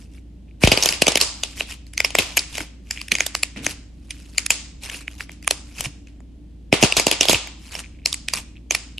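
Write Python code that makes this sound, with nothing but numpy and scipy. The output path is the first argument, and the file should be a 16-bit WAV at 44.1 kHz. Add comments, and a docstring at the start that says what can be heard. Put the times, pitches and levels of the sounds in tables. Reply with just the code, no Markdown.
"""Fingers crush a thin dried shell over a ball of soft clay, close by in a small, humming room.
First the crust crumbles and creaks faintly. From 0.6 s it breaks in a quick run of snaps: each one
cracks, rings the shell and sends a falling thump through it. The snaps thin out and their thumps rise
as the ball flattens; hands bump the clay and an air pocket pops now and then. At 6.7 s the thumbs start
on a whole ball with another loud run, which thins out too. The loudest peaks are rounded off."""
import sys
import numpy as np
from scipy import signal
from scipy.fft import rfft, irfft, next_fast_len
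from scipy.io import wavfile
from scipy.ndimage import uniform_filter1d, map_coordinates

SR = 44100
rng = np.random.default_rng(int(sys.argv[2]) if len(sys.argv) > 2 else 0)


def store_wav(level_fs):
    """Save 16-bit WAV to argv[1]."""
    pcm = np.round(np.clip(np.atleast_2d(level_fs), -1, 1) * 32767)
    wavfile.write(sys.argv[1], SR, pcm.T.astype(np.int16))


N = 396459
TIME = np.arange(N) / SR

# The shell breaks. Each row: start in seconds, relative ring level in dB, ring pitch in Hz, relative
# crack level in dB, tearing time in milliseconds, thump level in dB, echo gain in dB.
FRACTURES = [(0.6358, -11.5, 2410, -19, 2.3, -16, -1.5), (0.6729, -15, 2820, -19.5, 3.1, -11, -5),
             (0.717, -13, 2590, -14, 3.1, -12, -1.5), (0.7739, -20, 2600, -19, 2.2, -19, -4),
             (0.8239, -33, 2760, -16, 5.5, -31, -6), (0.835, -39, 2600, -19, 1.3, -31, -7),
             (0.8481, -33, 2460, -28, 0.9, -30, 6.5), (0.8576, -21, 3020, -16, 2, -19.5, -11),
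             (0.8884, -26.5, 2300, -16, 1.8, -29, -3.5), (0.9248, -26, 2520, -27, 0.92, -35, 5),
             (1.0198, -14, 2600, -13, 2.5, -12, -10), (1.069, -18.5, 2380, -18, 0.3, -19, 2.5),
             (1.0802, -17, 2940, -16, 2.6, -13.5, -9), (1.1186, -31, 2780, -25.5, 3.3, -29, -22),
             (1.1557, -16, 2630, -15, 1.5, -17, -10.5), (1.1725, -21, 2440, -18.5, 2.5, -25.5, -20),
             (1.2123, -22, 2850, -13, 2, -28.5, 2), (1.434, -23.5, 3020, -23, 2.5, -32.5, -4.5),
             (1.6075, -21.5, 2790, -48, 0.17, -29, -5.5), (1.867, -61, 2180, -52, 1.4, -69, 1.5),
             (1.935, -45.5, 2330, -42, 1.6, -59, -1.5), (1.9771, -24.5, 2400, -22.5, 1.9, -44, -6.5),
             (2.003, -17, 2250, -20.5, 1.2, -27.5, -12), (2.046, -18, 2430, -18, 2.8, -25, -7),
             (2.1046, -36, 2840, -36, 2, -40, -12), (2.1516, -18.5, 2500, -19.5, 1.5, -24.5, -6.5),
             (2.1853, -14, 2640, -16.5, 4.1, -18, -2), (2.37, -19, 2430, -16, 3.2, -27, -5),
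             (2.3769, -18.5, 2520, -20.5, 1.4, -30, -9), (2.3911, -34.5, 2530, -21.5, 3, -42.5, -7),
             (2.5526, -33, 2620, -38, 2.6, -49, 0), (2.581, -29.5, 2310, -31, 1.7, -30, -5.5),
             (2.605, -32.5, 2030, -44, 3, -41.5, -12.5), (2.9092, -29.5, 2340, -23.5, 1.7, -57, -5.5),
             (2.9742, -34, 2420, -53, 0.83, -54, -20), (3.015, -35.5, 2550, -33, 0.85, -52, -6),
             (3.0833, -37, 2400, -37.5, 0.91, -61, -8), (3.1174, -14.5, 2490, -18, 2.8, -34.5, -14),
             (3.1525, -21.5, 2550, -23, 1.6, -37, -5), (3.1853, -32, 2190, -30.5, 0.45, -41, 1.5),
             (3.2055, -17.5, 2240, -18.5, 1.3, -27.5, -7), (3.264, -36, 3200, -23.5, 2.1, -39, -9),
             (3.351, -27, 2300, -20.5, 1, -35, -6.5), (3.4331, -18.5, 2510, -18, 0.79, -32, -12.5),
             (3.5611, -41, 2170, -51, 3.5, -48, 12), (3.6651, -22, 2170, -19.5, 1.34, -26, -8.5),
             (4.106, -32.5, 2700, -32.5, 3.2, -60, -6.5), (4.3812, -19.5, 2370, -16, 1.54, -36, -8),
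             (4.4631, -29, 2100, -22.5, 1.2, -47, -22), (4.5042, -17, 2640, -13, 2.6, -28.5, -3),
             (4.8973, -31.5, 2300, -37, 2.1, -63, -20), (5.0798, -28.5, 2400, -43.5, 0.15, -45.5, -34),
             (5.2067, -29.5, 2130, -40.5, 1.1, -49, -9.5), (5.294, -40, 2300, -54, 0.5, -45.5, -3),
             (5.3177, -55, 2340, -48, 1.2, -58.5, 3.5), (5.4268, -49.5, 2420, -48, 1.3, -62, 2),
             (5.446, -45, 2440, -49, 0.8, -58, -1.5), (5.4768, -21, 2620, -16, 0.96, -30.5, -15),
             (5.509, -21.5, 2620, -16, 1.6, -22, -10), (5.807, -31, 2670, -26, 2.1, -33, -7),
             (5.857, -30, 2420, -41, 1.2, -37.5, -17), (6.0714, -52, 2330, -56, 1.6, -73, 2),
             (6.204, -64, 1970, -62.5, 1.2, -53, -8.5), (6.7264, -12, 2450, -22.5, 2, -7, -1.5),
             (6.8259, -15.5, 2720, -14.5, 2.5, -9.5, -11), (6.8341, -17, 2680, -15.5, 3.1, -12.5, 3),
             (6.9232, -17, 2800, -23, 0.91, -29, -12), (6.967, -24, 2560, -16, 3.6, -20.5, -0.5),
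             (6.9701, -25, 3480, -23, 5.8, -28, 4.5), (6.997, -24.5, 2360, -17.5, 2.1, -20, -3.5),
             (7.067, -19, 2680, -16.5, 2.3, -12.5, -2.5), (7.081, -30, 2500, -27, 2.3, -29, -10),
             (7.113, -18.5, 2620, -18, 1.9, -23, 1.5), (7.2089, -13.5, 2710, -12, 2.3, -18.5, -3.5),
             (7.2315, -21, 3100, -27, 1, -47, -3), (7.2535, -27, 3450, -27, 2.3, -26.5, -18),
             (7.2852, -16.5, 2970, -17, 1.4, -23.5, 2.5), (7.2945, -23, 3350, -16.5, 6, -13, -2.5),
             (7.3314, -25.5, 2900, -24.5, 2.9, -26.5, 2.5), (7.3446, -18, 2770, -40, 1.7, -34, 0),
             (7.4728, -40, 2350, -41.5, 1.4, -45.5, -7), (7.7516, -34, 2360, -33, 2.1, -37.5, -1.5),
             (8.059, -24, 2600, -15.5, 1.1, -33, -6.5), (8.1281, -30.5, 3300, -24.5, 1.1, -59, -6),
             (8.1424, -35, 2270, -26.5, 1.1, -52, -14), (8.2854, -24.5, 2560, -26, 0.65, -46, -6.5),
             (8.3356, -29.5, 2390, -20, 3, -37, -30), (8.7082, -21.5, 2620, -18, 2, -27, -4),
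             (8.7485, -20.5, 2450, -19.5, 2.5, -35.5, -7.5), (8.982, -32.5, 3060, -44, 0.6, -57, 2)]
# The tone of a broken edge. Each row: frequency in Hz, gain in dB.
CRACK_TONE = [(400, -22.5), (1150, -9.5), (1700, -14.5), (3000, -15.5), (3900, -6.5), (5100, 3.5),
              (5800, -3), (6500, 0), (8000, -3), (8800, -7), (9800, -4.5), (11000, -8), (12400, -10.5),
              (14000, -32)]
# Pockets of air burst. Each row: start in seconds, level in dB, lowest pitch in Hz.
AIR_POPS = [(0.6358, -2.5, 58), (2.1511, -16, 850), (6.8357, -9.5, 97.2), (7.3311, -22.5, 110)]
# Squeezes crumble the crust. Each row: peak time in seconds, relative level in dB, half length in seconds.
SQUEEZES = [(0.01, -50.5, 0.033), (0.155, -55, 0.031), (0.641, -20.5, 0.013), (0.865, -22.5, 0.045),
            (1.21, -19, 0.0087), (1.48, -47, 0.09), (1.594, -29, 0.019), (1.714, -34, 0.023),
            (2.207, -25.5, 0.018), (2.3, -43, 0.073), (2.58, -31, 0.038), (2.975, -46.5, 0.064),
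            (3.137, -29.5, 0.014), (3.652, -27, 0.011), (3.707, -28, 0.013), (4.22, -50.5, 0.12),
            (4.356, -47, 0.016), (4.846, -28.5, 0.014), (4.935, -33.5, 0.042), (5.005, -38, 0.015),
            (5.13, -46, 0.031), (5.212, -37, 0.019), (5.74, -48.5, 0.044), (5.795, -32.5, 0.018),
            (5.849, -27.5, 0.013), (6.822, -23.5, 0.0088), (6.99, -20.5, 0.016), (7.32, -16, 0.025),
            (7.677, -46.5, 0.049), (7.745, -31, 0.017), (7.795, -30.5, 0.012), (8.37, -27.5, 0.022)]
# The tone of the crumbs. Each row: frequency in Hz, gain in dB.
CRUMB_TONE = [(100, -4.5), (350, -5.5), (700, -7), (1400, -6.5), (2000, -3), (2600, 3), (3500, -5),
              (5200, -3.5), (8000, -6.5), (10500, -8.5), (13000, -18)]
# The shell bends and creaks. Each row: peak time in seconds, level in dB, half length in seconds.
SHELL_CREAKS = [(.183, -57, 0.013), (.5, -60, 0.012), (2.985, -40, 0.032), (5.792, -41, 0.012),
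                (7.85, -41.5, 0.01), (8.0, -59.5, 0.056), (8.565, -49.5, 0.011)]
# The ball shifts in the hands.
# Each row: start in seconds, relative level in dB, rough pitch in Hz, seconds to fade by 30 dB.
HAND_BUMPS = [(0.676, -26, 78, 0.14), (0.723, -25.5, 85.5, 0.08), (2.191, -23, 201, 0.034),
              (2.608, -31, 218, 0.03), (3.12, -31, 260, 0.064), (3.563, -36.5, 231, 0.27),
              (3.669, -27, 168, 0.036), (5.861, -27.5, 104.7, 0.059), (6.733, -21.5, 260, 0.027),
              (7.337, -20.5, 75.7, 0.042), (8.349, -41, 220, 0.06)]
# The tone of the snaps' echoes. Each row: frequency in Hz, gain in dB.
ECHO_TONE = [(100, -15.5), (300, 6), (700, -4), (1400, -4), (2500, -4.5), (5000, -5), (8000, -2),
             (10000, 0.5), (13000, -15.5)]
# How long the room's echo lasts. Each row: frequency in Hz, seconds to fade by 60 dB.
ECHO_FADE = [(300, 0.13), (800, 0.59), (2500, 0.53), (8000, 0.5), (13000, 0.053)]
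# The steady tones of the hum. Each row: pitch in Hz, average level in dB.
HUM_TONES = [(57.5, -42.5), (172, -64.5), (294, -60.5)]
# The tone of the room's rumble. Each row: frequency in Hz, gain in dB.
RUMBLE_TONE = [(20, -29.5), (35, -3), (55, -16), (80, -1.5), (115, -10), (190, -10), (245, -10), (300, -9),
               (380, -24), (600, -30), (1200, -45.5), (2000, -44), (3000, -41.5), (5000, -48.5),
               (9000, -53), (13000, -60.5)]
# How wide the sound is. Each row: frequency in Hz, gain in dB of what differs between left and right.
STEREO_WIDTH = [(60, -14.5), (250, -6), (700, 2), (1300, -1), (2500, -1.2), (5000, 3), (11000, 2)]

WHOLE_BALL_TIMES_S, COLLAPSE_S = [0.6, 6.7], 2.6  # when a whole ball is begun; how fast it flattens
WHOLE_CRACK_HZ, FLAT_CRACK_HZ = 5470, 6300  # smaller pieces crack brighter
WHOLE_THUMP_HZ, FLAT_THUMP_HZ = 250, 544  # lowest pitch of a medium thump
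MEDIUM_THUMP_DB, THUMP_DB_PER_OCTAVE = -23, 17.5  # harder thumps reach lower
HOLLOW_HZ, HOLLOW_WIDTH_HZ = 638, 230  # the air pocket under the shell
LEAN_DB, PAN_SCATTER_DB = -0.4, -1.5  # left-right place of the fractures
SHED_DB, SHED_DELAY_S, SHED_FALL_S = -18.5, 0.005, 0.018  # crumbs after a fracture, set by its thump


def snaps(boost_db=3.0, echo_db=1, same_echo_share=0.44, thump_limit_hz=900):
    """Each fracture cracks, rings, thumps and echoes; a flatter ball cracks brighter and thumps higher."""
    direct, echoes = np.zeros((2, 2, N))
    lead_s = 0.01  # the shell strains just before it breaks
    t = np.arange(SR // 16) / SR - lead_s
    walls = room_echo()
    for start, ring_db, ring_hz, crack_db, tear_ms, thump_db, room_db in FRACTURES:
        flat = flatness(start)
        crack_hz = WHOLE_CRACK_HZ + flat * (FLAT_CRACK_HZ - WHOLE_CRACK_HZ)
        medium_hz = WHOLE_THUMP_HZ + flat * (FLAT_THUMP_HZ - WHOLE_THUMP_HZ)
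        octaves_up = (MEDIUM_THUMP_DB - thump_db) / THUMP_DB_PER_OCTAVE
        lowest_hz = min(thump_limit_hz, medium_hz * 2 ** octaves_up)
        pan_db = LEAN_DB + PAN_SCATTER_DB * rng.standard_normal()
        piece = ring_db, ring_hz, crack_db, crack_hz
        snap = shell(tearing(t, tear_ms), *piece, piece_tone(depth_db=6.0))
        hit = amp(boost_db) * snap + thump(t, thump_db, lowest_hz)
        add(direct, start - lead_s, hit * amp([[pan_db / 2], [-pan_db / 2]]))
        # The hands move, so part of the echo is new each time.
        tail = clumped(np.sqrt(same_echo_share) * walls + np.sqrt(1 - same_echo_share) * room_echo())
        low_echo = filtered(tail, lambda f: resonance(f, hz=560, width_hz=1200))
        low_echo = burst(low_echo, min(thump_db, ring_db) + 0.5)
        # All directions blend in the echo, so its tone is more even.
        high_echo = shell(tail, *piece, piece_tone(depth_db=1.0), ring_width_hz=2000, skirt_hz=2956)
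        add(echoes, start, amp(room_db + echo_db) * (high_echo + low_echo))
    return direct + toned(echoes, ECHO_TONE)


def tearing(t, tear_ms, strain_db=-21, strain_s=0.0027, settle_db=-29, settle_s=0.0021):
    """Tiny tears multiply, the crack runs for a few milliseconds, and the edges settle."""
    progress = np.abs(t) / (max(tear_ms, .3) / 1000)
    run = (t > 0) * (1 - np.exp(-progress / 0.23)) ** 2 * np.exp(-progress / 1.01)
    strain = amp(strain_db) * np.exp(-np.abs(t) / strain_s)
    settle = amp(settle_db) * np.exp(-np.abs(t) / settle_s)
    return (run + np.where(t < 0, strain, settle)) * stereo_noise(len(t), side_db=-15.5)


def shell(push, ring_db, ring_hz, crack_db, crack_hz, own_tone, ring_width_hz=650, skirt_hz=1900):
    """A piece of shell rings at a pitch set by its size; its broken edge adds the bright crack."""
    def body(f):
        return resonance(f, ring_hz, ring_width_hz) * resonance(f, ring_hz, skirt_hz)

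    def edge(f):
        slope = 6 * np.log(crack_hz / 6300)  # a lower crack_hz turns the treble down
        tilt = (np.clip(f, 4000, 10000) / 6300) ** slope
        return amp(look_up(CRACK_TONE, f) + look_up(own_tone, f)) * tilt

    return burst(filtered(push, body), ring_db) + burst(filtered(push, edge), crack_db)


def piece_tone(depth_db):
    """No two pieces ring alike, so each gets random rows of frequency in Hz and gain in dB."""
    hz = np.arange(600, 15000, 600)
    return np.column_stack([hz, depth_db * np.clip(rng.standard_normal(len(hz)), -2, 2)])


def thump(t, db, lowest_hz, sweep=1.2, top_hz=1100, hollow_db=1):
    """Low tones arrive later, so the pitch falls; the hollow of the ball adds a pop."""
    t = np.maximum(t, 1 / SR)
    hz = sweep / t
    offset_turns = 0.071 * np.array([[1], [-1]])  # left and right are slightly out of step
    phase = 2 * np.pi * (sweep * np.log(t) + rng.random() + offset_turns)
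    flex = np.sin(phase) * np.exp(-(lowest_hz / hz) ** 2) / (1 + (hz / top_hz) ** 6)
    hollow = filtered(flex, lambda f: 1 + amp(hollow_db) * resonance(f, HOLLOW_HZ, HOLLOW_WIDTH_HZ))
    return burst(hollow, db)


def flatness(time_s):
    """How far the ball has collapsed, from 0 (whole) to 1 (flat)."""
    age = time_s - max(start for start in WHOLE_BALL_TIMES_S if start <= time_s)
    return 1 - np.exp(-age / COLLAPSE_S)


def pops():
    """The ball gives way over a pocket of air: the larger the pocket, the lower the thump falls."""
    out, t = np.zeros((2, N)), np.arange(SR // 10) / SR
    for start, db, lowest_hz in AIR_POPS:
        add(out, start, thump(t, db, lowest_hz))
    return out


def crumbling(crumb_db=-1, echo_db=-13, chip_db=-5):
    """The crust breaks into tiny crumbs under each squeeze and around each fracture."""
    dust = grit(per_second=1000, spread_db=3.5, grain_s=.0013)
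    chips = grit(per_second=130, spread_db=3, grain_s=.0007)
    crumbs = toned(patchy(dust + amp(chip_db) * chips, depth_db=3.5), CRUMB_TONE)
    shed = [(start + SHED_DELAY_S, thump_db + SHED_DB, SHED_FALL_S)
            for start, *_, thump_db, _ in FRACTURES]
    level = np.hypot(swells(SQUEEZES), swells(shed, rise=0.2))
    direct = amp(crumb_db) * level * unit(crumbs)
    walls = room_echo()
    echo = signal.fftconvolve(direct, walls / np.linalg.norm(walls[0]), axes=1)[:, :N]
    return direct + amp(echo_db) * echo


def grit(per_second, spread_db, grain_s):
    """A gritty noise made of short grains of unequal size, at random times."""
    sizes = amp(spread_db * np.minimum(rng.exponential(size=N), 3))
    grains = sizes * (rng.random(N) < per_second / SR)
    power = signal.lfilter([1], [1, -np.exp(-2 / (grain_s * SR))], grains ** 2)  # each grain dies away
    return unit(np.sqrt(power) * stereo_noise(N, side_db=-9.5))


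def patchy(x, depth_db):
    """Change the tone at random every few milliseconds, so the crumbs sound unalike."""
    spectra = signal.stft(x, nperseg=256)[2]
    patches = uniform_filter1d(rng.standard_normal(spectra.shape[1:]), size=4, axis=0)
    patches = uniform_filter1d(patches, size=4, axis=1)
    return signal.istft(spectra * amp(depth_db * unit(patches)), nperseg=256)[1][:, :N]


def creaking(creak_hz=2480, width_hz=800):
    """Small slips ring the bent shell without breaking it."""
    slips = grit(per_second=180, spread_db=2, grain_s=.0007)
    ringing = filtered(slips, lambda f: resonance(f, creak_hz, width_hz) ** 2)
    return swells(SHELL_CREAKS) * unit(ringing)


def bumps(boost_db=3.5, attack_s=0.00067):
    """Soft, dull knocks of the clay against the fingers."""
    out, t = np.zeros((2, N)), np.arange(SR // 4) / SR
    for start, db, hz, fade_s in HAND_BUMPS:
        noise = stereo_noise(len(t), side_db=-18.0)
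        dull = unit(filtered(noise, lambda f: (f / (f + hz / 2)) ** 2 / (1 + (f / (1.3 * hz)) ** 4)))
        shape = (1 - np.exp(-t / attack_s)) * amp(-30 * t / fade_s)
        add(out, start, amp(db + boost_db) * dull * shape)
    return out


def room_echo(early_db=12.0, early_fade_s=0.093, gap_s=0.006, rise_s=0.0058):
    """The room's answer to a click: near walls quickly, then a longer tail."""
    hz, t, spectra = signal.stft(stereo_noise(SR * 2 // 5, side_db=-3.5), SR, nperseg=256)
    late = amp(-60 * t / look_up(ECHO_FADE, hz)[:, None])
    early = amp(early_db - 60 * t / early_fade_s)
    tail = signal.istft(spectra * np.hypot(late, early), SR, nperseg=256)[1]
    return tail * np.clip((np.arange(tail.shape[1]) / SR - gap_s) / rise_s, 0, 1)


def clumped(echo, depth_db=1.5):
    """Echoes arrive in small clumps, a millisecond or two apart."""
    clumps = unit(uniform_filter1d(rng.standard_normal(echo.shape[-1]), size=64))
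    return echo * unit(amp(depth_db * np.clip(clumps, -2.5, 2.5)))


def room_hum(rumble_db=-45):
    """A wavering hum, a little to the right, over the low rumble of the room."""
    hum = np.zeros(N)
    for hz, db in HUM_TONES:
        level = amp(db + 0.85 * wobble(per_second=7.6))
        hum += level * np.sqrt(2) * np.sin(2 * np.pi * hz * TIME + .5 * wobble(per_second=11))
    rumble = unit(toned(stereo_noise(N, side_db=-4), RUMBLE_TONE))
    return hum * amp([[-.8], [.8]]) + amp(rumble_db) * rumble


def amp(db):
    """Turn decibels into a number to multiply by."""
    return 10 ** (np.asarray(db) / 20)


def unit(x):
    """Scale x to an average power of 1."""
    return x / np.sqrt(np.mean(x ** 2) + 1e-20)


def burst(x, db):
    """Give x as much energy as 8 milliseconds of sound at this level."""
    energy = np.sum(x ** 2) / len(np.atleast_2d(x))
    return x * amp(db) * np.sqrt((SR * 8 // 1000) / (energy + 1e-20))


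def swells(rows, rise=1):
    """A loudness curve with one hump per row; rise is the rising time over the falling time."""
    power = np.zeros(N)
    for peak_s, db, width_s in rows:
        near = slice(*np.searchsorted(TIME, [peak_s - 4 * width_s, peak_s + 4 * width_s]))
        offset = (TIME[near] - peak_s) / width_s
        power[near] += amp(db) ** 2 * np.exp(-np.where(offset < 0, offset / rise, offset) ** 2)
    return np.sqrt(power)


def wobble(per_second):
    """A smooth curve through random points."""
    return map_coordinates(rng.standard_normal(int(N * per_second / SR) + 4), [TIME * per_second])


def stereo_noise(size, side_db):
    """Left and right noise; the lower side_db, the more alike they are."""
    mid, side = rng.standard_normal((2, size))
    return np.array([mid + amp(side_db) * side, mid - amp(side_db) * side])


def resonance(f, hz, width_hz):
    """A filter curve that rings at hz, where its gain is 1."""
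    return 1j * f * width_hz / (hz ** 2 - f * f + 1j * f * width_hz)


def look_up(table, hz):
    """Read between the rows of a frequency table, with octaves evenly spaced."""
    freqs, values = np.transpose(table)
    return np.interp(np.log(hz + 1), np.log(freqs), values)


def filtered(x, response):
    """Multiply each frequency f in x by response(f)."""
    n = x.shape[-1]
    padded = next_fast_len(n + 2048, real=True)
    return irfft(rfft(x, padded) * response(np.fft.rfftfreq(padded, 1 / SR)), padded)[..., :n]


def toned(x, table):
    """Filter x by a table of frequencies and gains."""
    return filtered(x, lambda f: amp(look_up(table, f)))


def add(track, start_s, x):
    """Mix x into the track at this time."""
    i = max(round(start_s * SR), 0)
    track[:, i:i + x.shape[-1]] += x[..., :N - i]


def widened(x):
    """Make left and right differ more at some frequencies than at others."""
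    mid = (x[0] + x[1]) / 2
    side = toned((x[0] - x[1]) / 2, STEREO_WIDTH)
    return np.array([mid + side, mid - side])


def scene():
    """The breaking shell close by, over the hum of the room."""
    return widened(snaps() + pops() + crumbling() + creaking() + bumps() + room_hum())


def record(dry, ceiling=.9, hardness=5, top_hz=13300):
    """Round off the loudest peaks, then cut the highest treble."""
    rounded = dry / (1 + np.abs(dry / ceiling) ** hardness) ** (1 / hardness)
    return filtered(rounded, lambda f: 1 / (1 + (f / top_hz) ** 50))


dry = scene()
out = record(dry)
store_wav(out)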